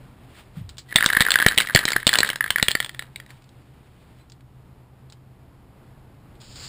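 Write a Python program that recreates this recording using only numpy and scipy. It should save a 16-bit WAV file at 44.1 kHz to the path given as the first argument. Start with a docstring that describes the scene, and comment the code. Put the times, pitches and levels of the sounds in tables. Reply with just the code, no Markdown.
"""The ball in a shaken spray can knocks the damped wall and the domed ends, ringing both, and skips on in tiny bounces.
Sleeve rustle, thin squeaks, ticks and low thuds surround the shaking; then the valve opens in two steps and gas hisses.
Behind it lie coloured shop hum and an engine idling outside, built from multiples of its cycle; a small room answers.
Low swings thump under hard knocks; a small camera clips the hardest and samples slowly, mirroring sound into the treble."""
import sys
import numpy as np
from scipy import signal
from scipy.fft import rfft, irfft
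from scipy.io import wavfile
from scipy.ndimage import uniform_filter1d

SR = 44100
rng = np.random.default_rng(int(sys.argv[2]) if len(sys.argv) > 2 else 0)


def file_out(sig):
    """Save sig as 16-bit WAV at sys.argv[1]."""
    # one column per channel
    cols = np.atleast_2d(sig).T
    # limit, then scale
    lim = np.clip(cols, -1, 1)
    pcm = np.round(lim * 32767).astype(np.int16)
    wavfile.write(sys.argv[1], SR, pcm)


N = 294588

# ball knocks: (time [s], wall level [dB], wall pitch before it sags [Hz], dome level [dB],
# and for hard clanks the pitch that the struck spot favours [Hz])
KNOCKS = [(0.9147, -31, 1950, -44), (0.925, -20, 1800, -27), (0.9587, -2, 2107, 6, 3600),
          (0.965, -11.5, 1860, -10.5), (0.9842, -5, 1820, -26), (1.0072, -9.5, 1580, -11.5),
          (1.0251, -3, 1790, -13), (1.0361, -11, 1590, -18.5), (1.0424, -7, 1630, -11.5),
          (1.061, -8, 1650, 0, 3700), (1.0883, -16, 2070, -20), (1.1014, -4, 1740, -15),
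          (1.1275, -29, 1700, -12.5), (1.1316, -6, 1610, -15.5), (1.1494, -9, 1817, -25),
          (1.1663, -8.5, 1750, -17.5), (1.169, 0.5, 1726, -9.5), (1.1972, -15, 1800, -22),
          (1.2063, -0.5, 1826, 0, 3700), (1.2119, -8.5, 1810, -5.5), (1.2146, -10, 1980, -6),
          (1.2209, -6, 1935, -10), (1.2509, -14, 1810, -17.5), (1.2644, -5.5, 1710, -31.5),
          (1.2752, -19, 1800, -19), (1.2849, -6.5, 1540, -19.5), (1.3057, -10, 1700, -4),
          (1.318, -13, 1620, -3, 3600), (1.34, -9.5, 1960, -11.5), (1.3567, -1.5, 1650, -8.5),
          (1.3874, -9.5, 1490, -11.5), (1.4002, -7, 1790, -10), (1.4068, -11, 1750, -25),
          (1.4175, -12, 1600, -18), (1.4241, -2.5, 1670, -14), (1.447, -20, 1870, -29),
          (1.4633, 5.5, 1866, -2, 3170), (1.48, -10, 1800, -25), (1.485, -13, 1850, -5, 3850),
          (1.5116, -13, 1630, -32), (1.521, -11.5, 1690, -23.5), (1.5305, -20, 1730, -33.5),
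          (1.577, -5.5, 2100, -3, 3750), (1.5837, -9, 2160, 0, 3340), (1.6022, -7, 1595, -7.5),
          (1.6089, -12, 2200, -11.5), (1.6183, -12, 2140, -16.5), (1.6715, -14.5, 1930, -17.5),
          (1.6866, -20, 1950, -29), (1.697, -14, 1680, -25.5), (1.706, -17.5, 1690, -38.5),
          (1.7485, -7.5, 1800, 7, 4400), (1.7593, 2.5, 1900, -2), (1.771, -20, 1800, -10, 3040),
          (1.7741, -9.5, 1680, -24.5), (1.79, -12, 1890, -9), (1.7988, -19, 1700, -28),
          (1.8128, -18, 1700, -28), (1.8377, -18.5, 1590, -29.5), (1.8535, -15.5, 1490, -5, 4030),
          (1.8793, -7.5, 1820, -17), (1.8859, -10.5, 1960, -12, 3100), (1.9042, -18, 1800, -12),
          (1.919, -11.5, 1570, -10, 4870), (1.932, -12.5, 2150, -16), (1.962, -12.5, 1820, -21),
          (1.9635, -5, 1644, -13.5), (2.0004, -24, 1950, -34.5), (2.0288, -20, 1750, -34),
          (2.068, -23.5, 1380, 4, 3680), (2.0763, -31.5, 1940, -4, 3100), (2.0914, -6.5, 1960, -6, 3420),
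          (2.1144, -22, 2100, -19.5), (2.13, -6, 1670, -12.5), (2.138, -11, 1870, -5, 4240),
          (2.1468, -11.5, 1550, -18), (2.155, -5.5, 1720, -6, 3040), (2.1733, -19, 1750, -16),
          (2.1867, -12, 2000, 0, 4050), (2.2044, -15, 1980, -3, 4070), (2.231, -4.5, 1780, -12),
          (2.247, -11, 1700, -19), (2.29, -9.5, 1630, -15), (2.3013, -16, 2270, -11, 3190),
          (2.331, -18.5, 1700, -23), (2.3581, -16, 1710, -15), (2.4075, -6, 1764, -18.5),
          (2.441, -10, 1710, -18), (2.4612, -12.5, 1720, -21.5), (2.478, -22.5, 1910, -32.5),
          (2.5048, -7, 1710, -4, 3100), (2.5588, -6.5, 1850, -18), (2.583, -12, 1570, -16),
          (2.5975, -11, 1890, -23.5), (2.627, -7, 1950, -3, 3620), (2.6633, -23, 1850, -35),
          (2.6833, -7.5, 1870, -2, 3270), (2.7086, -16, 1880, -17), (2.715, -34, 2060, -11, 3340),
          (2.7518, -5, 1870, -9, 4520), (2.802, -8.5, 1910, -9, 3360), (2.8268, -23, 1880, -22),
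          (2.8461, -22.5, 1860, -16.5), (2.8612, -28, 1860, -23), (2.8933, -24, 1950, -22.5),
          (2.9462, -30.5, 1900, -29.5), (2.993, -18, 1870, -19.5, 3920), (3.0232, -25, 1880, -26),
          (3.1593, -23.5, 2220, -23), (3.2, -25.5, 1930, -29), (3.2624, -40, 1940, -38)]
# modes of the can wall: (multiple of its pitch, level [dB], t60 [s])
WALL = [(1, 10, 0.0092), (.8, -2.5, 0.01), (1.3, -11, 0.017), (.17, -8, .005)]
# modes of the domed ends: (frequency [Hz], level [dB], t60 [s])
DOME = [(600, -24.5, 0.017), (2620, -19.5, 0.02), (3181, -9, .012), (3477, -12, 0.016), (3784, -7.5, 0.011),
        (4166, -10.5, 0.013), (4620, -14.5, 0.011), (5240, -19.5, 0.013)]


def undb(db):
    """Decibels to linear gain."""
    return 10 ** (np.asarray(db) / 20)


def unit(x):
    """Scale to an rms of 1."""
    return x / np.sqrt(np.mean(x ** 2))


def curve(rows):
    """Gain from (time [s], level [dB]) rows, practically silent outside them."""
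    s, db = np.transpose(rows)
    return undb(np.interp(np.arange(N) / SR, s, db, left=-140., right=-140.))


def noise(shape):
    """Noise of rms 1 coloured by (frequency [Hz], level [dB]) points, joined on a log frequency axis."""
    hz, db = np.transpose(shape)
    log_hz = np.log(np.arange(1, N // 2 + 2) * SR / N)
    colour = undb(np.interp(log_hz, np.log(hz), db))
    return unit(irfft(rfft(rng.standard_normal(N)) * colour, N))


def walk(rate):
    """Random level that glides to a new value `rate` times a second; spread near 1."""
    hold = int(SR / rate)
    steps = np.repeat(rng.standard_normal(N // hold + 1), hold)
    return uniform_filter1d(steps, hold)[:N]


def fade(t, t60):
    """Exponential decay by 60 dB in t60 seconds."""
    return np.exp(-np.log(1000) * t / t60)


def ring(t, modes, scatter_db, detune):
    """Modes struck at a new spot: each with its own strength and slight mistuning."""
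    hz, db, t60 = np.transpose(modes)[:, :, None]
    strength, mistuning = rng.standard_normal((2, len(modes), 1))
    tones = np.sin(2 * np.pi * hz * (1 + detune * mistuning) * t)
    return np.sum(undb(db + scatter_db * strength) * fade(t, t60) * tones, axis=0)


def add(out, s, x):
    """Mix x into out from s seconds on."""
    i = int(s * SR)
    out[i:i + len(x)] += x[:len(out) - i]


def band(x, hz, width):
    """Resonant band-pass with its centre and width in Hz."""
    return signal.lfilter(*signal.iirpeak(hz, hz / width, fs=SR), x)


def cut(x, hz):
    """Steep low-pass."""
    return signal.sosfilt(signal.ellip(8, .2, 70, hz, fs=SR, output="sos"), x)


def shop_hum():
    """Coloured noise whose level drifts slowly and flickers a little."""
    # hum colour: (frequency [Hz], relative density [dB per Hz])
    hum_colour = [(12, -41), (20, -10), (54, -7), (97, -8.5), (129, -2), (156, -9), (320, -15.5),
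                  (560, -22), (820, -21.5), (1600, -30), (5600, -42), (6200, -60.5)]
    # slow hum level: (time [s], level [dB])
    hum_level = [(0, -48.5), (.9, -52), (3.5, -52), (5.8, -50.5), (6.68, -47.5)]
    return curve(hum_level) * undb(1.2 * walk(9.1)) * noise(hum_colour)


def idle():
    """Multiples of an outside engine's cycle beat into a throb; each wavers in strength."""
    cycle_hz, throb_s = 8.12, 4.2  # cycles a second, a moment of one throb
    # engine partials: (multiple of the cycle, middle level [dB])
    partials = [(5, -65), (9, -56.5), (12, -63.5), (15, -56.5), (16, -55), (17, -61.5)]
    turn = 2 * np.pi * cycle_hz * (np.arange(N) / SR - throb_s) + 0.044 * walk(1.9)
    return sum(undb(db + 3.3 * walk(3.9)) * np.cos(k * turn) for k, db in partials)


def rustle():
    """Sleeve cloth noise: a faint bed under swishes that rise at their own pace and fade alike."""
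    bed_db, bed_ends_s, fall_db_s = -64, 4.22, 128  # the bed lasts while the arm moves
    # cloth colour: (frequency [Hz], relative density [dB per Hz])
    cloth_colour = [(300, -5), (1200, -4), (2500, -4.5), (3500, -6.5), (6000, -15.5)]
    # swishes: (time of peak [s], level [dB], rise [dB per s])
    swishes = [(.25, -57.5, 60), (.38, -49, 90), (0.568, -50, 347), (3.295, -50, 900), (4.19, -57.5, 482)]
    t = np.arange(N) / SR
    gain = undb(bed_db) * (t < bed_ends_s)
    for s, db, rise in swishes:
        drop_db = np.where(t < s, rise * (s - t), fall_db_s * (t - s))
        gain = np.maximum(gain, undb(db - drop_db))
    return gain * undb(2.0 * walk(41)) * noise(cloth_colour)


def squeaks():
    """Faint thin tones that waver a little in phase and swell in and out."""
    # squeaks: (time [s], level [dB], pitch [Hz], length [s])
    squeak_rows = [(.88, -42, 1960, .08), (4.185, -62, 4030, .055)]
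    out = np.zeros(N)
    for s, db, hz, length in squeak_rows:
        t = np.arange(int(length * SR)) / SR
        tone = np.sin(2 * np.pi * hz * t + .7 * walk(60)[:len(t)])
        add(out, s, undb(db) * np.hanning(len(t)) ** .5 * tone)
    return out


def thuds():
    """Soft low swings through the mount that wobble and sag in pitch as they die."""
    # thuds: (time [s], level [dB], starting pitch [Hz], t60 [s])
    thud_rows = [(0.568, -23.5, 166, 0.16), (0.609, -18, 117, 0.067), (0.638, -31.5, 103.2, 0.34)]
    out, t = np.zeros(N), np.arange(16384) / SR
    for s, db, hz, t60 in thud_rows:
        sag = 1 - 2.1 * np.minimum(t, .1)
        swing = np.sin(2 * np.pi * hz * t * sag + .6 * walk(130)[:len(t)])
        add(out, s, undb(db) * np.minimum(t * hz, 1) * fade(t, t60) * swing)
    return out


def thumps():
    """Low thumps under hard knocks: one short swing out and back, roughened by a faster shake."""
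    # thumps: (time [s], swing peak before roughening [dB], length of a full swing [s])
    thump_rows = [(0.957, -14.5, 0.0045), (1.0605, -18.5, 0.005), (1.17, -19, 0.0043),
                  (1.2068, -12.5, 0.0058), (1.4623, -7, 0.0065), (1.5746, -22, 0.0046),
                  (1.7494, -6.5, 0.0075), (1.7564, -17.5, 0.0085), (1.8535, -17.5, 0.0032),
                  (1.961, -18.5, 0.0037), (2.068, -10.5, 0.0048), (2.187, -24, .005), (2.2044, -18, 0.0022),
                  (2.505, -33, .011), (2.6262, -15, 0.006), (2.684, -24, 0.008), (2.752, -21, 0.0025)]
    out = np.zeros(N)
    for s, db, length in thump_rows:
        turn = np.arange(int(0.81 * length * SR)) / SR / length  # stops before the full swing ends
        shake = 1 + 0.73 * np.sin(2 * np.pi * (4.0 * turn + rng.random()))
        swing = np.sin(2 * np.pi * turn) * np.exp(-1.2 * turn)
        add(out, s, undb(db) * swing / swing.max() * shake)
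    return out


def ticks():
    """Glove, cap and valve tick: a sharp edge, then a short burst of noise around one colour."""
    t60_s, longer_per_db = 0.034, 0.06  # t60 at -50 dB; firmer ticks last longer
    # ticks: (time [s], burst level [dB], centre [Hz])
    tick_rows = [(0.6917, -38, 3700), (0.7704, -47.5, 3370), (0.782, -32.5, 4650), (3.305, -41.5, 1640),
                 (3.4215, -54, 3540), (3.4413, -54, 4110), (3.491, -51.5, 3706), (4.2988, -47, 4750),
                 (4.32, -46, 3950), (4.4073, -53, 1870), (5.0998, -49, 4300), (5.1234, -43, 3540),
                 (6.354, -54, 3650), (6.416, -46, 3470)]
    out, t = np.zeros(N), np.arange(4096) / SR
    for s, db, hz in tick_rows:
        burst = rng.standard_normal(len(t))
        coloured = unit(band(burst, hz, .4 * hz) + 0.23 * burst)
        body = fade(t, t60_s * np.exp(longer_per_db * (db + 50)))
        edge = 1.3 * fade(t, 0.0072)
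        add(out, s, undb(db) * (body + edge) * coloured)
    return out


def spray():
    """Turbulent gas that sputters; the nozzle's resonance grows faster than the hiss."""
    open_s, swell_db_s = .005, 9  # each valve step's opening time, flow growth after it
    sputter_db, sputter_rate = 1.3, 60
    # valve steps: (time [s], flow at the step before it swells [dB])
    valve_steps = [(6.4, -50.5), (6.552, -43.5)]
    # hiss colour: (frequency [Hz], relative density [dB per Hz])
    jet_colour = [(100, -2), (300, -14), (2000, -24), (2900, -14), (5300, -9), (5800, -30)]
    t, flow = np.arange(N) / SR, 0
    for s, db in valve_steps:
        opening = np.clip((t - s) / open_s, 0, 1)
        flow = np.maximum(flow, opening * undb(db + swell_db_s * (t - s)))
    nozzle = unit(band(rng.standard_normal(N), 4750, 600))
    lows = undb(-6) * unit(band(rng.standard_normal(N), 1670, 1300))  # fuller lows of the open jet
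    sputter = undb(sputter_db * walk(sputter_rate))
    return flow * sputter * (noise(jet_colour) + flow / flow.max() * (nozzle + lows))


def skips():
    """Dense tiny bounces of the ball, on two wall spots and the dome, dying down after each knock."""
    rate = 260  # average bounces a second on each spot
    skip_db, follow, settle_s = -38, 0.71, 0.031  # after a 0 dB knock, dB per dB of knock, before follow
    # vigour of the shaking, which keeps the ball skipping by itself: (time [s], level [dB])
    vigour = [(.86, -64), (.92, -47), (1.0, -43), (1.6, -37.5), (1.72, -45), (1.9, -38.5), (2.04, -54),
              (2.15, -41), (2.3, -36.5), (2.38, -60)]
    out, t, kicks = 0, np.arange(1024) / SR, np.zeros(N)
    for s, wall_db, _, dome_db, *_ in KNOCKS:
        add(kicks, s, undb([max(wall_db, dome_db)]))
    stir = signal.lfilter([1], [1, -np.exp(-1 / (settle_s * SR))], kicks) ** follow
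    low_wall, high_wall = (np.multiply(WALL, (hz, 1, 1)) for hz in (1680, 1930))
    for db, modes in ((-5, low_wall), (-6, high_wall), (-3.5, DOME)):
        timing, force = rng.random((2, N))
        taps = (timing < rate / SR) * undb(np.minimum(-4.0 * np.log(force), 14.0))
        out = out + undb(db) * unit(signal.fftconvolve(taps, ring(t, modes, 0, 0))[:N])
    return (undb(skip_db) * stir + curve(vigour)) * out


def knocks():
    """Each knock of the ball rings the paint-damped wall and clanks the dome with a noisy crack."""
    wall_rise_s, wall_scatter_db, wall_detune = 0.00095, 1.5, .015
    spot_db, spot_t60_s = -1.5, .011
    crack_db, crack_t60_s, crack_above_hz = 0.57, 0.0064, 200
    out, t = np.zeros(N), np.arange(1024) / SR
    rise = 1 - np.exp(-(t / wall_rise_s) ** 2)  # the wall yields under the ball before it rings
    thin = signal.butter(2, crack_above_hz, "high", fs=SR)
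    sag = t * (1.03 - 11.0 * t)  # the wall's pitch sinks as the paint runs back over the spot
    for s, wall_db, hz, dome_db, *spot in KNOCKS:
        wall = rise * ring(sag, np.multiply(WALL, (hz, 1, 1)), wall_scatter_db, wall_detune)
        dome = ring(t, DOME, 3.6, .07)
        for spot_hz in spot:
            dome = dome + undb(spot_db) * fade(t, spot_t60_s) * np.sin(2 * np.pi * spot_hz * t)
        crack = signal.lfilter(*thin, rng.standard_normal(len(t)))
        dome = dome + undb(crack_db) * fade(t, crack_t60_s) * crack
        dome_rise = np.minimum(t / 0.00025, 1)
        add(out, s, undb(wall_db) * wall + undb(dome_db) * dome_rise * dome)
    return out


def room(x):
    """Close sheets and benches answer quickly, the shed walls more slowly."""
    t, tail = np.arange(SR // 2) / SR, 0
    for db, t60 in ((-14.5, 0.13), (-25.5, 0.18)):  # level [dB] and t60 [s]: near, then far
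        tail = tail + undb(db) * fade(t, t60) / np.sqrt(t60)
    scale = np.sqrt(2 * np.log(1000) / SR)  # makes the levels hold for the tail's energy
    tail = tail * np.minimum(t / 0.0032, 1) * rng.standard_normal(len(t)) * scale
    return x + signal.fftconvolve(x, tail)[:N]


def scene():
    """One microphone feeds both channels; they are almost equal and differ slightly in the lowest bass."""
    in_room = room(knocks() + skips() + ticks() + squeaks())
    mid = in_room + thumps() + thuds() + rustle() + spray() + shop_hum() + idle()
    high_pass_hz = (10, 16)  # left, right
    return np.array([signal.lfilter(*signal.butter(1, hz, "high", fs=SR), mid) for hz in high_pass_hz])


def record(dry):
    """A slow converter overloads, holds samples as stairs (mirroring sound into the treble) and hisses."""
    hold_hz, hold_steps = 12000, 4  # samples a second, points drawn per stair
    clip, hiss_db = 1.0, -78  # hiss before the treble cuts
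    first_top_hz, top_hz = 15250, 16300
    edge = signal.butter(8, 5650, fs=SR, output="sos")
    slow = signal.resample_poly(signal.sosfilt(edge, dry), hold_hz, SR, axis=1)
    stairs = np.repeat(np.clip(slow, -clip, clip), hold_steps, axis=1)
    held = signal.resample_poly(stairs, SR, hold_hz * hold_steps, axis=1)[:, :N]
    held = held + undb(hiss_db) * rng.standard_normal(N)
    # overshoot that passes full scale after the first cut clips again and spills a little above it
    return cut(np.clip(cut(held, first_top_hz), -1, 1), top_hz)


dry = scene()
out = record(dry)
file_out(out)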